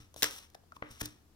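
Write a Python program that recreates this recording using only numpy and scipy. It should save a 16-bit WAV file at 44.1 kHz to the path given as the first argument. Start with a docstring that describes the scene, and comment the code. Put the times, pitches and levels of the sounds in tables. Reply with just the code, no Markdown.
"""Playing cards are turned over on a hard table in a quiet room, close under a two-port phone.
A soft thud and scuff, faint cracks and taps come first; then a bent card snaps loose in a quick run of cracks.
The edges slide on, taps pop the air caught underneath, then more cracks, taps and scuffs follow close together.
Knuckles thud the table top throughout, and one last faint thud ends it.
A small room rings briefly over a faint hum and hiss."""
import sys
import numpy as np
from scipy import signal
from scipy.fft import rfft, irfft
from scipy.io import wavfile
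from scipy.ndimage import map_coordinates

SR = 44100
rng = np.random.default_rng(int(sys.argv[2]) if len(sys.argv) > 2 else 0)


def output_pcm(signal):
    """Save a mono or channel-first signal as 16-bit PCM at the path in sys.argv[1].

    Samples are clipped to [-1, 1] before scaling.
    """
    pcm = np.clip(np.atleast_2d(signal).T, -1, 1) * 32767
    wavfile.write(sys.argv[1], SR, np.round(pcm).astype(np.int16))


def elevation(decibels):
    """Turn decibel levels (scalar or array-like) into linear amplitude ratios."""
    levels = np.asarray(decibels, float)
    return 10 ** (levels / 20)


N = 59535
SHORT, LONG, TAIL = 3000, 16000, 26000  # samples: cracks and taps, thuds and slides, room echoes


def unit(x):
    """Scales to an rms of one."""
    return x / np.sqrt(np.mean(x ** 2))


def colour(x, points, tilt_db=0):
    """Minimum-phase filter through (Hz, dB) points, tilted by dB per octave above 2 kHz."""
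    f = np.maximum(np.arange(1025) * SR / 2048, 10)
    hz, gain_db = np.array(points, float).T
    db = np.interp(np.log(f), np.log(hz), gain_db) + tilt_db * np.log2(np.maximum(f, 2000) / 2000)
    cepstrum = irfft(np.log(elevation(db)))
    # folding the cepstrum forward in time makes the filter causal
    cepstrum[1:1024] *= 2
    cepstrum[1025:] = 0
    h = irfft(np.exp(rfft(cepstrum)))
    return signal.fftconvolve(x, h / np.sqrt(np.sum(h ** 2)))[:len(x)]


def band(x, lo_hz, hi_hz):
    """Band-pass filter."""
    sos = signal.butter(2, [lo_hz, min(hi_hz, .45 * SR)], "band", fs=SR, output="sos")
    return signal.sosfilt(sos, x)


def add(out, s, x):
    """Mixes x into out from s seconds on."""
    i = max(int(s * SR), 0)
    out[i:i + len(x)] += x[:N - i]


def grit(count, per_s, spread_db):
    """Dense clicks at random moments, uneven in size."""
    on = rng.random(count) < per_s / SR
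    size = elevation(spread_db * rng.exponential(size=count))
    return on * rng.standard_normal(count) * size


# Hiss of the quiet room at the phone. Each row: frequency in Hz, relative density in dB per Hz.
AIR_COLOUR = [(12, -20), (25, -4), (60, -9), (120, -11), (300, -14), (500, -21), (1200, -25), (2200, -31),
              (5500, -31), (8000, -35), (15500, -36), (16500, -50)]
# Hum lines, one low and one high. Each row: centre in Hz, level in dB, width in Hz.
HUM_LINES = [(78, -69, 12), (11300, -94, 60)]


def air():
    """Room tone, alike at both ports in the bass, with two hum lines that waver as narrow noise bands."""
    air_db = -66.5
    shared, left, right = (colour(rng.standard_normal(N + SHORT), AIR_COLOUR)[SHORT:] for _ in range(3))
    low = signal.butter(1, 500, fs=SR, output="sos")
    bass = signal.sosfilt(low, shared)
    tone = np.array([bass + own - .5 * signal.sosfilt(low, own) for own in (left, right)])
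    hum = np.zeros(N)
    for hz, db, width in HUM_LINES:
        line = band(rng.standard_normal(N + SR), hz - width / 2, hz + width / 2)
        hum += elevation(db) * unit(line[SR:])  # the first second lets the filter settle
    balance = elevation(np.array([[1.5], [-1.5]]))  # left a little louder
    return (elevation(air_db) * unit(tone) + hum) * balance


# Echoes of the small room. Each row: band centre in Hz, time to fall 60 dB in seconds, relative level in dB.
ROOM_BANDS = [(300, .4, -22), (1000, .4, -24), (3000, .4, -23), (9000, .3, -26)]


def room(x):
    """Diffuse echoes as decaying noise, band by band, other ones at each port."""
    t = np.arange(TAIL) / SR
    onset = np.minimum(t / .004, 1)

    def echoes():
        total = np.zeros(TAIL)
        for hz, t60, db in ROOM_BANDS:
            noise = unit(band(rng.standard_normal(TAIL), hz / 1.8, hz * 1.8))
            total += .03 * elevation(db) * noise * 1000. 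** (-t / t60) * onset
        return total

    return np.array([signal.fftconvolve(x, echoes())[:N] for _ in range(2)])


# Knuckles on the table top, close by.
# Each row: start in seconds, relative level in dB, push time in seconds, tilt over the modes in dB per octave.
THUDS_PLAYED = [(.002, -42, .0008, 2), (.162, -48, .0006, 2), (.229, -38, .0004, 3), (.766, -49, .0006, 3),
                (.822, -39, .0004, 5), (.906, -40, .001, 1), (.945, -50, .004, -4), (1.017, -30, .0005, 3),
                (1.04, -42, .003, -3), (1.06, -42, .001, 0), (1.219, -54, .001, 1)]
# Low modes of the table top. Each row: frequency in Hz, level in dB, time to fall 60 dB in seconds.
TABLE_MODES = [(38, -10, .2), (62, -5, .15), (116, 0, .18), (165, -1, .1), (235, -1, .1), (300, -1.5, .15),
               (350, -4, .08), (430, -5, .06)]


def thuds():
    """A soft push rings the low modes of the table top, each mode taking an uneven share."""
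    out, t = np.zeros(N), np.arange(LONG) / SR
    for s, db, push, tilt_db in THUDS_PLAYED:
        shares = elevation(1.5 * rng.standard_normal(len(TABLE_MODES)))
        ring = np.zeros(LONG)
        for share, (hz, mode_db, t60) in zip(shares, TABLE_MODES):
            gain = share * elevation(mode_db + tilt_db * np.log2(hz / 200))
            ring += gain * np.sin(2 * np.pi * hz * t) * 1000. ** (-t / t60)
        force = t / push * np.exp(-t / push)
        pushed = signal.fftconvolve(ring, force[:SHORT] / force.sum())[:LONG]
        add(out, s, -.4 * elevation(db) * pushed)  # first swing is negative
    return band(out, 22, 3000)


# Card edges and faces rubbing, close under the phone.
# Each row: start in seconds, attack in seconds, hold in seconds, release in seconds per 20 dB,
# relative level in dB, tilt in dB per octave above 2 kHz.
SLIDES_PLAYED = [(0, .002, .005, .09, -61, -3), (.162, .003, .055, .03, -55, 2),
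                 (.224, .004, .022, .065, -35, -2.5), (.27, .04, .08, .02, -51, 0),
                 (.39, .01, .04, .06, -60, -2), (.735, .025, .004, .02, -67, 0),
                 (.828, .005, .035, .08, -57, -18), (.855, .06, .07, .05, -62, -2),
                 (.904, .005, .008, .02, -56, 1), (.99, .022, .004, .006, -43, 1),
                 (1.022, .006, .031, .01, -50, -1), (1.062, .003, .01, .11, -57, -2)]
# Colour of the rubbing. Each row: frequency in Hz, relative gain in dB.
RUB_COLOUR = [(180, -35), (400, -16), (700, -11), (1200, -4), (2000, -6), (2800, -5), (3800, -3),
              (4700, -10), (5700, 1), (6600, -9), (7800, -7), (10000, -9), (15200, -12), (16500, -31)]


def slides():
    """Card faces and edges rub: noise and fine grit, wavering as the edge catches and lets go."""
    grains_per_s, grain_db = 6000, 1.8
    catch_hz, catch_db = 150, 2  # fastest wavering, its rms depth
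    out, t = np.zeros(N), np.arange(LONG) / SR
    for s, attack, hold, release, db, tilt_db in SLIDES_PLAYED:
        rise = np.minimum(t / attack, 1) ** 1.5
        fall = elevation(-20 * np.maximum(t - attack - hold, 0) / release)
        rub = rng.standard_normal(LONG) + .5 * unit(grit(LONG, grains_per_s, grain_db))
        catch = elevation(catch_db * unit(band(rng.standard_normal(LONG), 10, catch_hz)))
        add(out, s, elevation(db) * rise * fall * catch * unit(colour(rub, RUB_COLOUR, tilt_db)))
    return out


# Cards and fingertips tapping the table, close under the phone. Each row: start in seconds, relative level in dB,
# pitch in Hz, rise in seconds, tick in dB against the tap level, roughness from 0 to 1.
TAPS_PLAYED = [(.1415, -47, 700, .0015, -20, .6), (.162, -36, 635, .0008, -14, .3),
               (.549, -42, 725, .0022, -25, .35), (.547, -47, 1600, .002, -20, .3),
               (.636, -56, 738, .0025, -20, .4), (.7207, -38, 1330, .0015, -17, .2),
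               (.7255, -49, 850, .002, -20, .4), (.7655, -40, 1080, .002, -16, .1),
               (.8226, -31, 550, .0015, -30, .35), (.8232, -30, 1150, .0018, -32, .4),
               (.8228, -28, 1950, .0016, -34, .25), (.97, -52, 1000, .002, -14, .6),
               (1.0095, -32, 1700, .003, -25, .4), (1.012, -37, 800, .003, -25, .8)]


def taps():
    """A tick, while the trapped air pops on a short rough tone that swells and dies."""
    tick_hz, tick_decay_s = 3000, .0012
    out, t = np.zeros(N), np.arange(SHORT) / SR
    for s, db, hz, rise, tick_db, roughness in TAPS_PLAYED:
        u = t / max(rise, 3e-4)
        swell = (u * np.exp(1 - u)) ** 1.5
        noise = rng.standard_normal(SHORT)
        rough = unit(band(band(noise, .55 * hz, 1.5 * hz), .55 * hz, 1.5 * hz))
        pop = swell * ((1 - roughness) * np.sin(2 * np.pi * hz * t) + roughness * rough)
        tick = unit(band(rng.standard_normal(SHORT), .4 * tick_hz, 1.8 * tick_hz))
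        add(out, s, elevation(db) * (pop + elevation(tick_db) * tick * np.exp(-t / tick_decay_s)))
    return out


# Cracks of the cards, close under the phone.
# Each row: start in seconds, peak in dB before the ports, time to swell in seconds,
# tilt in dB per octave above 2 kHz.
CRACKS = [(.1411, -44, .0012, 2), (.1618, -41, .0008, 0), (.2226, -12.5, .0006, 0), (.2294, -7, .0010, -1),
          (.2414, -14, .0010, -1), (.5003, -54, .001, 3), (.5362, -60, .0006, 1), (.5458, -44, .001, -1),
          (.5486, -42, .0013, 0), (.7645, -45, .001, -4), (1.0102, -30, .0012, 3), (1.0136, -24, .0013, 4),
          (1.0555, -27, .0018, 3)]
# Ring of the card. Each row: frequency in Hz, relative gain in dB.
CARD_COLOUR = [(90, -40), (200, -13), (500, -8), (1100, -12), (1650, -1), (2200, -6), (2800, -5),
               (3600, -2), (4600, -7), (5600, -3), (7500, -9), (10000, -11), (15000, -12), (16500, -35)]


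def snaps(rows):
    """Each crack is a few ms of clicks that swell and die, ringing the card."""
    out, t = np.zeros(N), np.arange(SHORT) / SR
    for s, db, length, tilt_db in rows:
        u = t / max(length, 2e-4)
        clicks = grit(SHORT, 20000, 1.5) * u * np.exp(1 - u)
        crack = colour(clicks, CARD_COLOUR, tilt_db)
        add(out, s, elevation(db) * crack / abs(crack).max())
    return out


def ports(source, lead_s):
    """The left port hears first and louder; each adds its own treble scattered off table top and hands."""
    left_db, scatter_db, scatter_hz = 3, -3, 2200  # left over right; scattered share, above this pitch
    high = signal.butter(2, scatter_hz, "high", fs=SR, output="sos")
    direct = source()
    heard = []
    for k in range(2):  # left, right
        late = map_coordinates(direct, [np.arange(N) - k * lead_s * SR], mode="nearest")
        scattered = signal.sosfilt(high, source())  # a fresh random draw of the same events
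        heard.append(elevation(left_db * (.5 - k)) * (late + elevation(scatter_db) * scattered))
    return direct, np.array(heard)


def scene():
    """The lifted card's run of cracks, everything on the table, and the room around them."""
    flip_from_s, flip_to_s = .2, .3
    flip_lead_s, table_lead_s = .00006, .0002  # how much sooner the left port hears
    lifted = [row for row in CRACKS if flip_from_s < row[0] < flip_to_s]
    resting = [row for row in CRACKS if row not in lifted]
    flip, flip_heard = ports(lambda: snaps(lifted), flip_lead_s)
    top, top_heard = ports(lambda: snaps(resting) + slides() + taps(), table_lead_s)
    low = thuds()
    # the table shakes each port a little differently
    shake = .55 * low + .45 * np.array([thuds(), thuds()])
    return flip_heard + top_heard + shake + room(flip + top + low) + air()


def band_limit(x):
    """A steep low-pass at the top of the band."""
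    return signal.sosfilt(signal.butter(12, 16980, fs=SR, output="sos"), x)


def record(dry):
    """The phone cuts the top of the spectrum steeply above 16.5 kHz."""
    top_cut = signal.ellip(8, .2, 70, 16500, fs=SR, output="sos")
    mix = signal.sosfilt(top_cut, dry)
    return band_limit(mix)


dry = scene()
out = record(dry)
output_pcm(out)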